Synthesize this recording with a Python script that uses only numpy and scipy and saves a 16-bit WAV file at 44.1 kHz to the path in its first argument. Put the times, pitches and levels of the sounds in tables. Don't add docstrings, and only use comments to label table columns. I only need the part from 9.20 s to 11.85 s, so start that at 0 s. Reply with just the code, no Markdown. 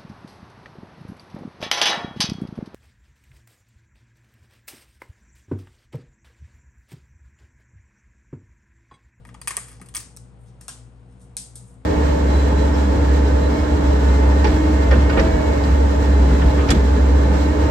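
import sys
import numpy as np
from scipy import signal
from scipy.fft import rfft, irfft, next_fast_len
from scipy.io import wavfile

SR = 44100
rng = np.random.default_rng(int(sys.argv[2]) if len(sys.argv) > 2 else 0)


def attenuation_scalar(level_db):
    decades = np.asarray(level_db, float) / 20
    return 10 ** decades


def transcribe(u):
    v = np.clip(np.atleast_2d(u).T, -1, 1)
    q = np.round(v * 32767).astype(np.int16)
    wavfile.write(sys.argv[1], SR, q)


N = 116865
SIZE = next_fast_len(N + SR)
HZ = np.maximum(np.arange(SIZE // 2 + 1) * SR / SIZE, 1)
AIR_LOW_HZ, AIR_HIGH_HZ = 12600, 16400


def rms_one(x):
    return x / np.sqrt(np.mean(x ** 2) + 1e-20)


def at_hz(points):
    hz, value = np.transpose(points)
    return np.interp(np.log(HZ), np.log(np.maximum(hz, 1)), value)


def ring(clicks, hz, t60_s):
    r, w = attenuation_scalar(-60 / (t60_s * SR)), 2 * np.pi * hz / SR
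    return signal.lfilter([0, np.sin(w)], [1, -2 * r * np.cos(w), r * r], clicks + 1e-18)


def peak(x, hz, width_hz):
    r = np.exp(-np.pi * width_hz / SR)
    poles = [1, -2 * r * np.cos(2 * np.pi * hz / SR), r * r]
    return signal.lfilter([(1 - r * r) / 2, 0, (r * r - 1) / 2], poles, x)


def filtered(x, order, hz, kind):
    return signal.sosfilt(signal.butter(order, hz, kind, fs=SR, output="sos"), x)


def pair(alike, count):
    mid, side = rfft(rng.standard_normal((2, count)), SIZE)
    alike = np.clip(alike, 0, 1)
    return np.sqrt(1 + alike) * mid + np.sqrt(1 - alike) * side * [[1], [-1]]


def appliances():
    # f/Hz, level/dB, wander/dB
    motor_lines = [(58.9, -50.5, 1.54), (118.8, -54.5, 1), (479, -66.5, 0.5)]
    # f/Hz, width/Hz, level/dB
    ducts = [(118.3, 16, -52.5), (142.6, 7.56, -62.5), (175.3, 14, -61.5), (189.3, 5.1, -61.5),
             (250.2, 16, -62.5), (118, 23, -62.5)]
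    # f/Hz, level/dB
    rumble = [(15, -35), (25, -3), (49, -6), (123, -9.5), (300, -13), (476, -15.5), (528, -16.5),
              (718, -16.5), (1500, -23), (1950, -84.5), (3300, -120)]
    # f/Hz, level/dB
    hiss = [(700, -19), (1500, 6.5), (3000, -1.5), (6000, -12), (8500, -7.5), (10000, -4.5), (11000, -33),
            (13000, -57)]
    # f/Hz, likeness/1
    likeness = [(30, 0.49), (125, 0.81), (300, 0.8), (600, 0.22), (2000, 0.265), (5000, .7), (9000, 1),
                (14000, 1)]
    rumble_db, hiss_db = -56, -69.5
    rumble_shape = attenuation_scalar(at_hz(rumble)) / (1 + (HZ / 1500) ** 2) / (1 + (44 / HZ) ** 6)
    hiss_shape = attenuation_scalar(at_hz(hiss)) / (1 + (700 / HZ) ** 2)
    shapes = [(rumble_db, rumble_shape), (hiss_db, hiss_shape)]
    shapes += [(db, 1 / (1 + (2 * (HZ - hz) / width_hz) ** 2)) for hz, width_hz, db in ducts]
    power = sum((attenuation_scalar(db) * s / np.sqrt(np.mean(s ** 2))) ** 2 for db, s in shapes)
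    noise = np.sqrt(power / 2) * pair(at_hz(likeness), count=SIZE)
    t = np.arange(SIZE) / SR
    lines = 0
    for hz, db, wander_db in motor_lines:
        wander = rms_one(peak(rng.standard_normal(SIZE), 5.6, 4.6))
        lines = lines + attenuation_scalar(db + wander_db * wander) * 2 ** .5 * np.sin(2 * np.pi * hz * t)
    return noise + rfft(lines)


def kitchen(x):
    # t/s, level/dB
    echoes = [(.0015, -17), (.0024, -13), (.0036, -14.5), (.0055, -12.5)]
    # f/Hz, t60/s
    room_t60 = [(400, 0.38), (1500, 0.41), (4000, 0.39), (9000, 0.36), (11500, 0.083)]
    # f/Hz, likeness/1
    room_alike = [(400, .2), (2000, .3), (5000, .3), (8000, .75), (10000, .9)]
    away_s, away_wet_db = 1.19, 5.5
    onset_s, top_hz = 0.0006, 10900
    room_db, low_db, turn_hz = -6.5, -2.5, 3020
    noise = irfft(pair(at_hz(room_alike), count=N), SIZE)[:, :N]
    hz, t60_s = np.transpose(room_t60)
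    fed = x * attenuation_scalar(away_wet_db * (np.arange(N) > away_s * SR))
    rise = np.exp(-1 / (onset_s * SR))
    tail = 0
    for k, low in enumerate(250 * 2 ** np.arange(0, 5.6, 1 / 3)):
        band = [low, low * 2 ** (1 / 3)]
        drain = attenuation_scalar(-120 / (SR * np.interp(np.log(low), np.log(hz), t60_s)))
        poles = np.convolve([1, -drain], [1, -rise])
        energy = signal.lfilter([(1 - drain) * (1 - rise)], poles, filtered(fed, 2, band, "band") ** 2 + 1e-18)
        tail = tail + (-1) ** k * np.sqrt(np.abs(energy)) * rms_one(filtered(noise, 2, band, "band"))
    near = 1 + sum(attenuation_scalar(db) * np.exp(-2j * np.pi * HZ * s) for s, db in echoes)
    wet = attenuation_scalar(room_db + low_db / (1 + (HZ / turn_hz) ** 2)) / np.sqrt(1 + (HZ / top_hz) ** 44)
    return near * rfft(x, SIZE) + wet * rfft(tail, SIZE)


def rips():
    # t/s, level/dB, length/s
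    glue_rips = [
        (.2155, -63, .008),
        (.367, -52, .002),
        (.747, -48, 0.057),
        (.969, -67, 0.013),
        (1.409, -70, 0.0035),
        (1.482, -65, .005),
        (2.169, -53.5, 0.0028),
        (2.379, -64, .003),
    ]
    t = np.arange(N) / SR
    shape = 0
    for s, db, length_s in glue_rips:
        fade_db = 10 * np.maximum(t - s, 0) / length_s
        shape = shape + attenuation_scalar(db - fade_db) * (t > s) * (t < s + length_s * 1.5)
    return shape * rms_one(filtered(rng.standard_normal(N), 3, [AIR_LOW_HZ, AIR_HIGH_HZ], "band"))


def thuds():
    thud_s = [.053, .053, .090, .145, .216, .216, .275, .280, .280, .307, .309, .373, .3745, .375, .600,
              .611, .615, .616, .750, .7535, .7672, .770, .772, .9705, 1.413, 1.483, 1.487, 2.169, 2.1735,
              2.181]
    # level/dB, f/Hz, t60/s
    thud_modes = [(-42, 970, 0.034), (-48, 2500, .02), (-46, 1180, 0.05), (-42, 860, 0.04),
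                  (-40.5, 4800, 0.039), (-45, 970, 0.035), (-34.5, 985, .03), (-34, 4800, .04),
                  (-31.5, 2490, 0.035), (-37.5, 347, 0.04), (-33, 2100, 0.056), (-34.5, 417, .046),
                  (-36.5, 684, .04), (-35, 2500, .015), (-42, 810, 0.032), (-32.5, 179, .11),
                  (-38.5, 253, 0.11), (-39.5, 400, 0.041), (-38, 1100, 0.039), (-34, 2240, 0.062),
                  (-17, 6230, 0.0045), (-35, 108.4, .16), (-38, 307, 0.047), (-38, 5500, 0.01),
                  (-47, 1850, .02), (-38.5, 700, 0.037), (-41.5, 3540, 0.043), (-35, 2410, 0.012),
                  (-35, 4100, 0.012), (-39, 6200, 0.034)]
    t = np.arange(SR // 5) / SR
    out = np.zeros(N)
    for s, (db, hz, t60_s) in zip(thud_s, thud_modes):
        soft_start = 1 - np.exp(-t * hz)
        out[int(s * SR):][:len(t)] += attenuation_scalar(db - 60 * t / t60_s) * soft_start * np.sin(2 * np.pi * hz * t)
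    return out


def contacts():
    # t/s, film/dB, body/dB, roll/dB, cluster length/s
    dispenser = [(0.051, -44, -44, -53, 0.0045), (0.07, -44.5, -67, -57, 0.0092),
                 (0.0894, -47, -45, -51, 0.0065), (0.143, -41.5, -43, -48.5, 0.0057),
                 (0.2152, -26.5, -40, -41.5, 0.005), (0.274, -18, -26.5, -26, 0.0016),
                 (0.2795, -13.5, -28, -43, 0.002), (0.281, -18.5, -41, -31, 0.007),
                 (0.3067, -23, -27, -32, 0.0031), (0.3095, -25.5, -31.5, -35, 0.0062),
                 (0.3679, -11, -34.5, -27, 0.0014), (0.37, -36, -32, -41, 0.0039),
                 (0.3748, -36, -31, -38.5, .006), (0.438, -52, -52, -49, 0.0066),
                 (0.387, -40.5, -49, -39, 0.038), (0.452, -25, -37, -37.5, 0.04),
                 (0.506, -33.5, -42, -41, .04), (0.597, -62, -56, -57, 0.008),
                 (0.614, -35.5, -42.5, -46.5, 0.0087), (0.66, -41.5, -55.5, -54.5, 0.0085),
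                 (0.6867, -36, -48.5, -48, 0.0062), (0.7404, -37, -48, -43.5, 0.0022),
                 (.748, -29, -41.5, -36, 0.0022), (.7497, -18, -64, -31, 0.0049),
                 (0.7554, -19, -34.5, -35, 0.0058), (0.762, -24, -48, -45, 0.0039),
                 (0.767, -19, -42, -27.5, 0.0013), (0.7707, -21, -40, -34.5, 0.0062),
                 (0.774, -27, -41, -44, 0.0051), (.786, -32, -54, -41, 0.0027),
                 (0.801, -28, -46, -41, 0.0035), (0.804, -30, -59, -42, 0.0022)]
    # t/s, film/dB, low sheet modes/dB, high sheet modes/dB, cluster length/s
    handling = [(0.965, -34, -63, -54, 0.0028), (0.9709, -33.5, -52, -49.5, 0.0031),
                (1.161, -45.5, -64.5, -82.5, 0.069), (1.261, -50, -62, -52.5, 0.02),
                (1.4084, -72, -58, -57, 0.0025), (1.4117, -35.5, -52.5, -49, 0.0031),
                (1.426, -47, -75, -59, 0.009), (1.4815, -25, -38, -35, 0.0039),
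                (1.4875, -28.5, -40.5, -39.5, .008), (1.76, -77, -74, -87.5, 0.042),
                (1.875, -50.5, -78, -62, 0.054), (1.997, -39.5, -72.5, -50, 0.024),
                (2.168, -18.5, -52, -33.5, 0.0012), (2.1735, -37.5, -51, -36.5, 0.0061),
                (2.179, -25.5, -83.5, -44, 0.027), (2.186, -45, -66, -47, 0.0068),
                (2.354, -44, -56.5, -47, 0.01), (2.356, -32, -75, -51, 0.0084),
                (2.374, -40.5, -62, -52, 0.0022), (2.439, -37.5, -63.5, -56, 0.053),
                (2.63, -71, -67.5, -83, 0.025)]
    # f/Hz, level/dB, t60/s
    body_modes = [(676, -14, 0.03), (986, -5.5, 0.036), (1215, -3.5, 0.026), (1522, -8.5, 0.023),
                  (1859, -3, 0.032), (2250, -4.5, 0.023), (2440, -3, 0.012), (2753, -3, 0.0096)]
    # f/Hz, level/dB, t60/s
    roll_modes = [(3365, -0.5, 0.0075), (4090, -6, 0.0075), (4700, -0.5, 0.0045), (4700, -5, 0.02),
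                  (5130, 7, 0.0031), (6060, 1, 0.0087), (6490, 4.5, 0.0037)]
    # f/Hz, level/dB, t60/s
    sheet_low = [(674, -7.5, 0.026), (1020, -2.5, 0.027), (1355, 0.5, 0.013), (1676, -5, 0.022),
                 (2185, -5.5, 0.016), (2760, -10, 0.021)]
    # f/Hz, level/dB, t60/s
    sheet_high = [(3200, -19, 0.12), (3720, -6, 0.012), (3930, -19, 0.11), (4300, -7, 0.015),
                  (5185, -0.5, 0.024), (5520, -9, 0.056), (5700, 1.5, 0.01), (6350, 1.5, 0.0086)]
    film_db, body_db, roll_db, mode_scatter_db = 9.5, 22, 22.5, 1.7
    after_db, grain_spread_db, snap_loss_db_per_s = -4, 4.5, 886.5
    rub_s, rub_swell_db, rub_evenness = .018, 17, 0.33
    film_low_hz, body_low_hz, top_hz = 5640, 600, 11810
    port_hz, port_width_hz, port_db = 9337, 2310, 16
    rows = np.array(dispenser + handling)
    draw = rng.random((len(rows), 3, 64))
    scatter = rng.standard_normal((len(rows), 16))
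    late = draw[:, 0] * (np.arange(64) > 0)
    length_s = rows[:, 4:]
    rub = length_s > rub_s
    grain_db = after_db - 16 + 14 * np.log10(np.minimum(length_s / 0.0079, 1)) - 12 * late
    grain_db -= grain_spread_db * (1 - rub_evenness * rub) * np.log(draw[:, 1] + 0.022)
    grain_db -= rub_swell_db * rub * np.maximum(1 - late / 0.39, 0)
    click_db = np.where(late > 0, grain_db, -snap_loss_db_per_s * length_s)
    click = attenuation_scalar(click_db) * np.sign(draw[:, 2] - .5)
    at = np.minimum(((rows[:, :1] + late * length_s * 2) * SR).astype(int), N - 1)

    def train(db):
        return np.bincount(at.ravel(), (click * attenuation_scalar(db)[:, None]).ravel(), N)

    def modes(table, db, first):
        out = 0
        for k, (hz, mode_db, t60_s) in enumerate(table):
            strike_db = db + mode_db + mode_scatter_db * scatter[:, first + k]
            out = out + ring(train(strike_db), hz, t60_s) * (-1) ** k
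        return out

    out = filtered(train(rows[:, 1] + film_db), 2, film_low_hz, "high")
    away = np.arange(len(rows)) >= len(dispenser)
    mute_dispenser_db, mute_sheets_db = -200 * away, -200 * ~away
    low_db, high_db = rows[:, 2] + body_db - 20, rows[:, 3] + roll_db - 20
    out = out + modes(body_modes, low_db + mute_dispenser_db, first=0)
    out = out + modes(roll_modes, high_db + mute_dispenser_db, first=8)
    out = out + modes(sheet_low, low_db + mute_sheets_db, first=0)
    out = out + modes(sheet_high, high_db + mute_sheets_db, first=8)
    out = out + attenuation_scalar(port_db) * peak(peak(out, port_hz, port_width_hz * 2), port_hz, port_width_hz)
    return filtered(filtered(out, 8, top_hz, "low"), 2, body_low_hz, "high")


def scene():
    # f/Hz, level/dB
    port_balance = [(60, 3.2), (250, 2.4), (950, 3), (2400, 5.5), (5500, 5.5), (8500, 1), (12000, 0)]
    # f/Hz, phase/rad
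    port_phase = [(150, 0), (700, -.3), (3100, 1.2), (6700, .4), (7750, 1.0), (8870, -.5), (10250, -3.14),
                  (11600, -5.3)]
    half = attenuation_scalar(at_hz(port_balance) / 2) * np.exp(.5j * at_hz(port_phase))
    sound = kitchen(contacts() + thuds()) + rfft(rips(), SIZE) + appliances()
    return irfft(sound * np.array([half, 1 / half]), SIZE)[:, :N]


def treble_gate(x):
    gate_hz, band_hz, gate_db, db_per_khz = 9950, 430, -94, -4
    follows, soft_db, wander_db = 0.56, 3.5, 4.5
    turn = np.array([[1, 1], [1, -1]]) / np.sqrt(2)
    hz, _, z = signal.stft(turn @ x, SR, nperseg=1024)
    power = np.abs(z) ** 2 + 1e-20
    lead_db = 10 * np.log10(power[:, (hz > 7000) & (hz < gate_hz)].mean(axis=(0, 1)))
    for low in np.arange(gate_hz, SR / 2, band_hz):
        band = (hz >= low) & (hz < low + band_hz)
        threshold_db = gate_db + follows * (lead_db + 81.5) + db_per_khz * max(low / 1000 - 12.3, 0)
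        threshold_db = threshold_db + 40 * (low > AIR_HIGH_HZ)
        over_db = 10 * np.log10(power[:, band].mean(axis=1)) - threshold_db
        over_db += wander_db * np.repeat(rng.standard_normal(len(lead_db)), repeats=2)[:len(lead_db)]
        z[:, band] *= np.clip(over_db / soft_db, 0, 1)[:, None]
    return turn @ signal.istft(z, SR, nperseg=1024)[1][:, :N]


def top_cut(x):
    return signal.sosfilt(signal.butter(12, 16840, fs=SR, output="sos"), x)


def record(dry):
    mix = treble_gate(dry)
    return top_cut(mix)


dry = scene()
out = record(dry)
transcribe(out)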